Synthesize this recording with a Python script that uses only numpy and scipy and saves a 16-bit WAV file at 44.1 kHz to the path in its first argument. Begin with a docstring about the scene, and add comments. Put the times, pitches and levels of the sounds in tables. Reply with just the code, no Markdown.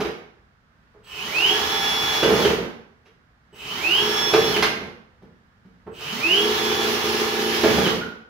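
"""A cordless drill bores holes in a thin plastic bottle on a workbench, a few metres away in a bare garage. At
each trigger pull the motor whine sweeps through the housing resonance, with gear tones, growl and rattle. The
bit, modelled as shaped noise, snags and chatters in the bottle wall, and once squeaks as a sine at a wavering
pitch; the chuck clacks. Noise reflections with an octave-wise decay ring on, over a faint coloured-noise
ambience."""
import sys
import numpy as np
from scipy import signal
from scipy.fft import rfft, irfft, next_fast_len
from scipy.io import wavfile

SR = 44100
rng = np.random.default_rng(int(sys.argv[2]) if len(sys.argv) > 2 else 0)


def unload_audio(sound):
    """Save the sound as a 16-bit wav file, at the path given as the first command line argument."""
    columns = np.transpose(np.atleast_2d(sound))
    # keep every value between -1 and 1, then stretch to whole-number steps
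    steps = np.round(np.clip(columns, -1, 1) * 32767)
    wavfile.write(sys.argv[1], SR, steps.astype(np.int16))


N = 365588
TIME = np.arange(N) / SR  # s

FULL_HZ = 425.9  # nominal motor top speed, turns/s
GEAR_RATIO = 15  # motor turns per chuck turn

# noise spectrum of the cracking, scraped rim: f/Hz, relative level/dB per Hz
RIM_SPECTRUM = [(300, -9), (700, -1), (1600, 6), (3000, 3), (6000, -6.5), (8000, -24.5), (12000, -18.5),
                (16000, -44)]
# noise spectrum of the bottle's hollow body on the bench: f/Hz, relative level/dB per Hz
BODY_SPECTRUM = [(22, -47.5), (45, -23.5), (88, -3.5), (125, -12), (180, -1), (228, 5), (290, -11),
                 (600, -31.5), (3000, -58)]
# noise spectrum of the bottle's thin wall: f/Hz, relative level/dB per Hz
WALL_SPECTRUM = [(60, -42), (240, -21), (340, 0.5), (410, 1.5), (480, 4.5), (570, -10), (690, -7.5),
                 (1400, -16.5), (2500, -31), (8000, -61)]


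def undb(db):
    """Decibels to gain."""
    return 10 ** (np.asarray(db) / 20)


def unit(x):
    """Scale to an rms of 1."""
    return x / np.sqrt(np.mean(x ** 2))


def at(table, hz):
    """Read (Hz, value) points on a log-frequency axis."""
    points, values = np.transpose(table)
    return np.interp(np.log(np.maximum(hz, 1)), np.log(points), values)


def colour(x, spectrum):
    """Filter by a (Hz, dB) spectrum, keeping the power of white noise."""
    fast = next_fast_len(2 * x.shape[-1])
    gain = unit(undb(at(spectrum, np.fft.rfftfreq(fast, 1 / SR))))
    return irfft(rfft(x, fast) * gain, fast)[..., :x.shape[-1]]


def walk(rate_hz):
    """Slow random curve with a spread near 1, a new random point rate_hz times a second."""
    steps = rng.standard_normal(8192)
    return 1.2 * np.interp(TIME * rate_hz, np.arange(len(steps)), steps)


def swell(curves, fade_s=.06):
    """Gain from several (s, dB) curves, silent between them."""
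    gain = np.zeros(N)
    for s, db in map(np.transpose, curves):
        inside = np.interp(TIME, [s[0] - fade_s, s[0], s[-1], s[-1] + fade_s], [0, 1, 1, 0])
        gain += inside * undb(np.interp(TIME, s, db))
    return gain


def envelope(start_s, attack_s, hold_s, release_s):
    """A straight rise, a hold counted from the start, then an exponential fall."""
    age_s = TIME - start_s
    return np.clip(age_s / attack_s, 0, 1) * np.exp(-np.maximum(age_s - hold_s, 0) / release_s)


def tones(turns, table, flutter_db):
    """Multiples of a shaft's rotation, each fluttering in level."""
    total = 0
    for multiple, db in table:
        level = undb(db + flutter_db * walk(25))
        total = total + level * np.sin(2 * np.pi * (multiple * turns + rng.random()))
    return total


def diffuse(size):
    """White noise from all sides: alike at both microphones in the bass, unrelated in the treble."""
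    # stereo spread: f/Hz, side minus mid/dB
    spread = [(60, -10.5), (150, -20.5), (260, -4), (500, -7), (1000, 1.5), (16000, 1)]
    mid, side = rfft(rng.standard_normal((2, size)))
    share = undb(at(spread, np.fft.rfftfreq(size, 1 / SR)))
    left_right = mid + share * side * np.array([[1], [-1]])
    return irfft(left_right / np.sqrt(1 + share ** 2), size)


def ambience(level_db=-57.5, waver_db=1.2):
    """Diffuse coloured noise, wavering slightly in level."""
    # background spectrum: f/Hz, relative level/dB per Hz
    background = [(15, -25), (25, -18), (53, -2.5), (250, -11.5), (286, -19.5), (588, -23), (1390, -17.5),
                  (1630, -17), (1760, -19), (2370, -27.5), (5140, -35.5), (8320, -49), (15000, -53.5)]
    return undb(level_db + waver_db * walk(5)) * colour(diffuse(N), background)


def garage_tail(onset_s=.002, rise_s=.0013):
    """Dense wall reflections; each octave dies at its own rate."""
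    # garage decay: f/Hz, reverberation time/s
    decay = [(100, 0.55), (400, 0.56), (1500, 0.64), (4000, 0.52), (12000, 0.4)]
    t, hz = TIME[:SR], np.fft.rfftfreq(SR, 1 / SR)
    noise = rfft(diffuse(SR))
    centres_hz = 2. ** np.arange(6, 15)
    tail = 0
    for centre_hz, weights in zip(centres_hz, np.eye(len(centres_hz))):
        band = irfft(noise * at(np.c_[centres_hz, weights], hz), SR)
        tail = tail + band * 1000 ** (-t / at(decay, centre_hz))  # -60 dB per reverberation time
    tail = tail * np.clip((t - onset_s) / rise_s, 0, 1)
    return unit(tail) / np.sqrt(SR)


def room(x, tail, wet_db, shadow_hz=4000):
    """Direct sound, late and dull at the left microphone, plus the walls; nominal power is kept."""
    pole = np.exp(-2 * np.pi * shadow_hz / SR)
    direct = np.array([signal.lfilter([1 - pole], [1, -pole], x), x])
    walls = signal.fftconvolve(x[None], tail, axes=1)[:, :N]
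    return (direct + undb(wet_db) * walls) / np.hypot(1, undb(wet_db))


def squeak(start_s=8.005, pitch_hz=1440, level_db=-25, jitter=.0252):
    """The bit sticks and slips on the rim on its way out of the last hole: a sine at an unsteady pitch."""
    hz = pitch_hz * (1 + jitter * walk(300))
    rub = envelope(start_s, attack_s=.015, hold_s=.02, release_s=.04)
    return undb(level_db) * rub * np.sin(2 * np.pi * np.cumsum(hz) / SR)


def knocks(wall_db=-4, boom_db=2, crack_db=0, rise_s=.0017, buckle_s=.021):
    """Each blow buckles the plastic for a moment: the wall drums, the body booms and the rim cracks."""
    # bit snags, chuck clacks, bottle knocks: t/s, relative wall level/dB, boom level/dB, crack level/dB
    blows = [(0.003, -15, -37, -25), (0.047, -18, -38, -30), (0.942, -36.5, -59.5, -76),
             (2.23, -5, -25.5, -16), (2.302, -10, -25, -31), (2.446, -9, -31, -19), (2.5, -13, -22, -27),
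             (3.052, -42, -53, -46), (3.525, -35, -42, -68), (4.336, -2.5, -23, -16),
             (4.562, -15, -33, -20), (4.624, -15, -35, -10), (5.218, -34.5, -34, -54),
             (5.646, -46, -39, -57), (5.865, -23, -32, -68), (7.635, -2.5, -16.5, -18),
             (7.781, -9, -23, -24), (7.864, -13, -22, -18)]
    force = np.zeros((3, N))
    for start_s, *levels_db in blows:
        first = int(start_s * SR)
        age_s = TIME[:N - first]
        # light touches of the hand build up more slowly than hard snags
        build_s = rise_s * np.interp(levels_db[0], [-35, -15], [7, .5])
        push = np.exp(-age_s / buckle_s) * (1 - np.exp(-age_s / build_s))
        force[:, first:] += undb(levels_db)[:, None] * push
    wall, boom, crack = force * rng.standard_normal((3, N))
    drumming = undb(wall_db) * colour(wall, WALL_SPECTRUM)
    booming = undb(boom_db) * colour(boom, BODY_SPECTRUM)
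    return drumming + booming + undb(crack_db) * colour(crack, RIM_SPECTRUM)


def snagging(attack_s=.01, sag_db_per_s=14, release_s=.05):
    """How hard the bit catches the wall: most at the breakthrough, less as the hole is reamed out."""
    # bit chatter: start t/s, held duration/s, level at start/dB
    catches = [(-.1, .08, -20), (2.22, .42, -23.5), (4.32, .53, -27.3), (7.63, .39, -25.5)]
    grip = 0
    for start_s, held_s, db in catches:
        sagging_db = db - sag_db_per_s * np.maximum(TIME - start_s, 0)
        grip = grip + envelope(start_s, attack_s, held_s, release_s) * undb(sagging_db)
    return grip


def chatter(turns, slip_db=5.0, bite_s=.0066, wall_db=-2, scrape_db=-10):
    """The two flutes catch the thin wall in turn, one harder; the bottle drums and the rim scrapes."""
    flute = np.floor(2 * turns / GEAR_RATIO).astype(int)
    strength = np.where(flute % 2, 1, .5) * undb(slip_db * np.tanh(walk(60)))
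    catches = np.diff(flute, prepend=0) * strength
    bites = signal.lfilter([1], [1, -np.exp(-1 / (bite_s * SR))], catches)
    force = (.59 + .87 * bites) * rng.standard_normal(N)
    body = colour(force, BODY_SPECTRUM)
    wall = undb(wall_db) * colour(force, WALL_SPECTRUM)
    rim = undb(scrape_db) * colour(force, RIM_SPECTRUM)
    return snagging() * (body + wall + rim)


def clearness():
    """The gear tones are clear until the bit breaks through and starts to chatter."""
    return 1 / (1 + snagging() / undb(-25))


def current_pull():
    """The columns of the latest trigger pull, at every moment."""
    # trigger pulls: pressed t/s, released t/s, gear growl level/dB, pinion whine level/dB
    pulls = np.array([(-1.5, -.11, -29, -50), (1.03, 2.42, -37.5, -37), (3.52, 4.517, -32.5, -31),
                      (5.913, 7.83, -26, -44)])
    return pulls[np.searchsorted(pulls[:, 0], TIME) - 1].T


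def motor_speed(brake_s=.15, current_dies_s=.032):
    """Turns/s: soft start, wavering speed, ever harder braking; also the drive current that dies on release."""
    # soft start, same at every pull: t after press/s, share of full speed
    run_up = [(0, 0), (.32, .725), (.41, .865), (.46, .957), (.52, .985), (.6, .997), (.8, 1)]
    pressed_s, released_s, _, _ = current_pull()
    since_release_s = np.maximum(TIME - released_s, 0)
    braking = np.minimum(since_release_s / brake_s, 1)
    hz = FULL_HZ * np.interp(TIME - pressed_s, *np.transpose(run_up)) * (1 - braking ** 1.4)
    drive = np.exp(-since_release_s / current_dies_s)
    return hz * (1 + .0006 * walk(9) + .0011 * walk(90)), drive


def gear_force(hz, level_db=-31.9, speed_law=1.05):
    """The faster the gears turn, the harder their teeth meet: a power of the speed."""
    return undb(level_db) * (hz / FULL_HZ) ** speed_law


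def rattle(hz, turns, grain_db=4, repeat_db=-12, pulsing=.48, rattle_db=6.0, hiss_db=-49):
    """Gear ticks in a pattern that repeats each chuck turn, among loose ticks, fan rush and brush hiss."""
    # gear rattle spectrum: f/Hz, relative level/dB per Hz
    gear_spectrum = [(25, -40.5), (50, -25), (88, -12), (125, -18), (210, -15), (420, -12), (580, -17.5),
                     (820, -8.5), (1900, -13.5), (3000, -11.5), (5700, -17.5), (6800, -22), (7700, -33),
                     (15500, -28)]
    teeth = rng.standard_normal(32 * GEAR_RATIO)
    tooth = np.floor(32 * turns).astype(int)
    pattern = np.diff(tooth, prepend=0) * teeth[tooth % len(teeth)]
    pulse = 1 + pulsing * np.cos(2 * np.pi * turns)
    loose = rng.standard_normal(N) * undb(grain_db * walk(900)) * pulse
    gears = colour(unit(loose) + undb(repeat_db) * unit(pattern), gear_spectrum)
    # the brushes hiss as soon as the rotor moves
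    hiss = colour(rng.standard_normal(N), [(1000, -12.5), (3000, -8.5), (6300, 11), (7600, -15),
                                           (10000, -2), (12000, 10.5), (15500, -18.5)])
    hissing = undb(hiss_db) * (hz / hz.max()) ** .7 * hiss
    return undb(rattle_db) * gear_force(hz) * unit(gears) + hissing


def growl(hz, turns, speed_law=1.2, hum_db=-43, flutter_db=1.5, rough=.47):
    """The rotor shakes the bottle once a turn; near full speed the bit grinding on the bottle adds tones at
    multiples of the chuck speed."""
    # response of bottle and bench to the drill's shaking: f/Hz, relative level/dB
    soundboard = [(100, -13.5), (170, -7.5), (228, 2.5), (280, -16.5), (340, -0.5), (380, -1), (425, -5),
                  (500, -6)]
    # grinding tones of the bit on the bottle: multiple of chuck speed, relative level/dB
    grinding_tones = [(6, -30), (8, -6), (9, -29), (12, -8), (13, -7), (16, -14), (17, -5)]
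    surge_s, surge_width_s, surge_peak_db = .52, .06, 5.5  # as the motor tops out, after the press
    pace = hz / hz.max()
    pressed_s, _, growl_db, _ = current_pull()
    hum = undb(at(soundboard, hz)) * np.sin(2 * np.pi * turns)
    wobble = pace ** 6 * tones(turns / GEAR_RATIO, grinding_tones, flutter_db)
    surge_db = surge_peak_db * np.exp(-((TIME - pressed_s - surge_s) / surge_width_s) ** 2)
    shaking = undb(growl_db + surge_db) * pace ** speed_law * clearness() * (hum + wobble)
    return (shaking + undb(hum_db) * np.sqrt(pace) * hum) * (1 + rough * walk(110))


def speed_control(hz, turns, chop_hz=7900, sing_db=-50, octave_db=-5):
    """Current chopped only below full speed; the turning poles split its tone into a rising and a falling one."""
    chopping = np.interp(hz / hz.max(), [0, .03, .3, .7, .92], [0, .35, 1, 1, 0])
    poles = np.cos(2 * np.pi * 4 * turns)
    phase = 2 * np.pi * chop_hz * TIME
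    return undb(sing_db) * chopping * poles * (np.sin(phase) + undb(octave_db) * np.sin(2 * phase))


def mesh_tones(hz, turns, level_db=4, flutter_db=2.5):
    """Motor and gear mesh tones, locked to the motor turns and growing with speed."""
    # motor and mesh tones: multiple of motor speed, relative level/dB
    motor_tones = [(28 / 15, -10.5), (33 / 15, -10.5), (4, -9.5), (61 / 15, -12), (6, -14.5), (7.8, -23.5),
                   (10, -22.5), (26, -22.5)]
    return undb(level_db) * gear_force(hz) * hz / FULL_HZ * tones(turns, motor_tones, flutter_db)


def whine(hz, turns, steady_db=6, ring_db=-16.5, overtone_db=-7.5, buzz_db=-37, strain_db=-36):
    """Eight magnetic tugs a turn; they and their overtones ring the housing as they sweep its resonance."""
    # response of the housing to a tone: f/Hz, relative level/dB
    housing = [(1200, -37), (1900, -16), (2380, -10.5), (2520, 4), (2790, -1.5), (2890, 7.5), (3220, -1.5),
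               (3330, -11.5), (3400, -30), (4000, -55)]
    # steady whine near full speed, one curve per pull from the second on: t/s, relative level/dB
    whine_curves = [
        [(1.55, -38), (1.6, -33), (1.65, -37), (1.82, -31), (2.0, -30), (2.24, -31), (2.29, -42), (2.41, -37)],
        [(4.04, -40), (4.09, -34), (4.22, -32), (4.33, -32), (4.42, -35), (4.5, -39)],
        [(6.44, -36), (6.54, -41), (6.65, -38), (6.81, -36), (6.9, -47), (7.4, -53), (7.72, -43), (7.81, -36)],
    ]
    pace = hz / hz.max()
    steady = swell(whine_curves) * np.sin(2 * np.pi * 8 * turns)
    # the pinion bears hardest while the motor gathers speed
    strain = undb(strain_db) * np.interp(pace, [.6, .9, .98, .992], [0, 1, 1, 0])
    *_, pinion_db = current_pull()
    meshing = undb(pinion_db) * clearness() * np.interp(pace, [.97, .99], [0, 1])
    pinion = (meshing + strain) * np.sin(2 * np.pi * 13 * turns)
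    tugs = [undb(at(housing, k * hz)) * np.sin(2 * np.pi * k * turns) for k in (8, 16, 18, 24)]
    overtones = tugs[1] + .5 * tugs[2] + .5 * tugs[3]
    ring = undb(ring_db) * pace * (tugs[0] + undb(overtone_db) * overtones)
    uneven = 1 + .25 * walk(250)
    # at low speed the chopped current shakes the housing roughly
    roughness = np.interp(pace, [0, .12, .25, .45, .7], [.031, .29, 1, .72, .25])
    buzz = undb(buzz_db) * roughness * colour(rng.standard_normal(N), housing)
    return undb(steady_db) * steady + pinion + ring * uneven + buzz


def scene():
    """Drill and bottle in the garage, over its faint ambience."""
    hz, drive = motor_speed()
    turns = np.cumsum(hz) / SR
    tail = garage_tail()
    background = ambience()
    bottle = room(squeak() + knocks() + chatter(turns), tail, wet_db=1)
    gears = room(rattle(hz, turns), tail, wet_db=8)
    shaking = room(growl(hz, turns), tail, wet_db=-1)
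    singing = drive * (speed_control(hz, turns) + mesh_tones(hz, turns) + whine(hz, turns))
    return background + bottle + gears + shaking + room(singing, tail, wet_db=1)


def record(dry, top_hz=15600):
    """Frequency-dependent balance, mostly towards the right microphone; a steep low-pass cuts the top."""
    # stereo balance: f/Hz, left minus right/dB
    lean = [(60, 0.5), (110, -0.5), (200, -1.0), (380, -3), (700, -4.5), (1290, -5), (2380, -4.5),
            (4400, -1), (8120, -6.5), (15000, -8.5)]
    size = next_fast_len(N + SR)
    lean_db = at(lean, np.fft.rfftfreq(size, 1 / SR))
    balance = undb(np.array([lean_db, -lean_db]) / 2)
    heard = irfft(rfft(dry, size) * balance, size)[:, :N]
    return signal.sosfilt(signal.ellip(10, .2, 80, top_hz, fs=SR, output="sos"), heard)


dry = scene()
out = record(dry)
unload_audio(out)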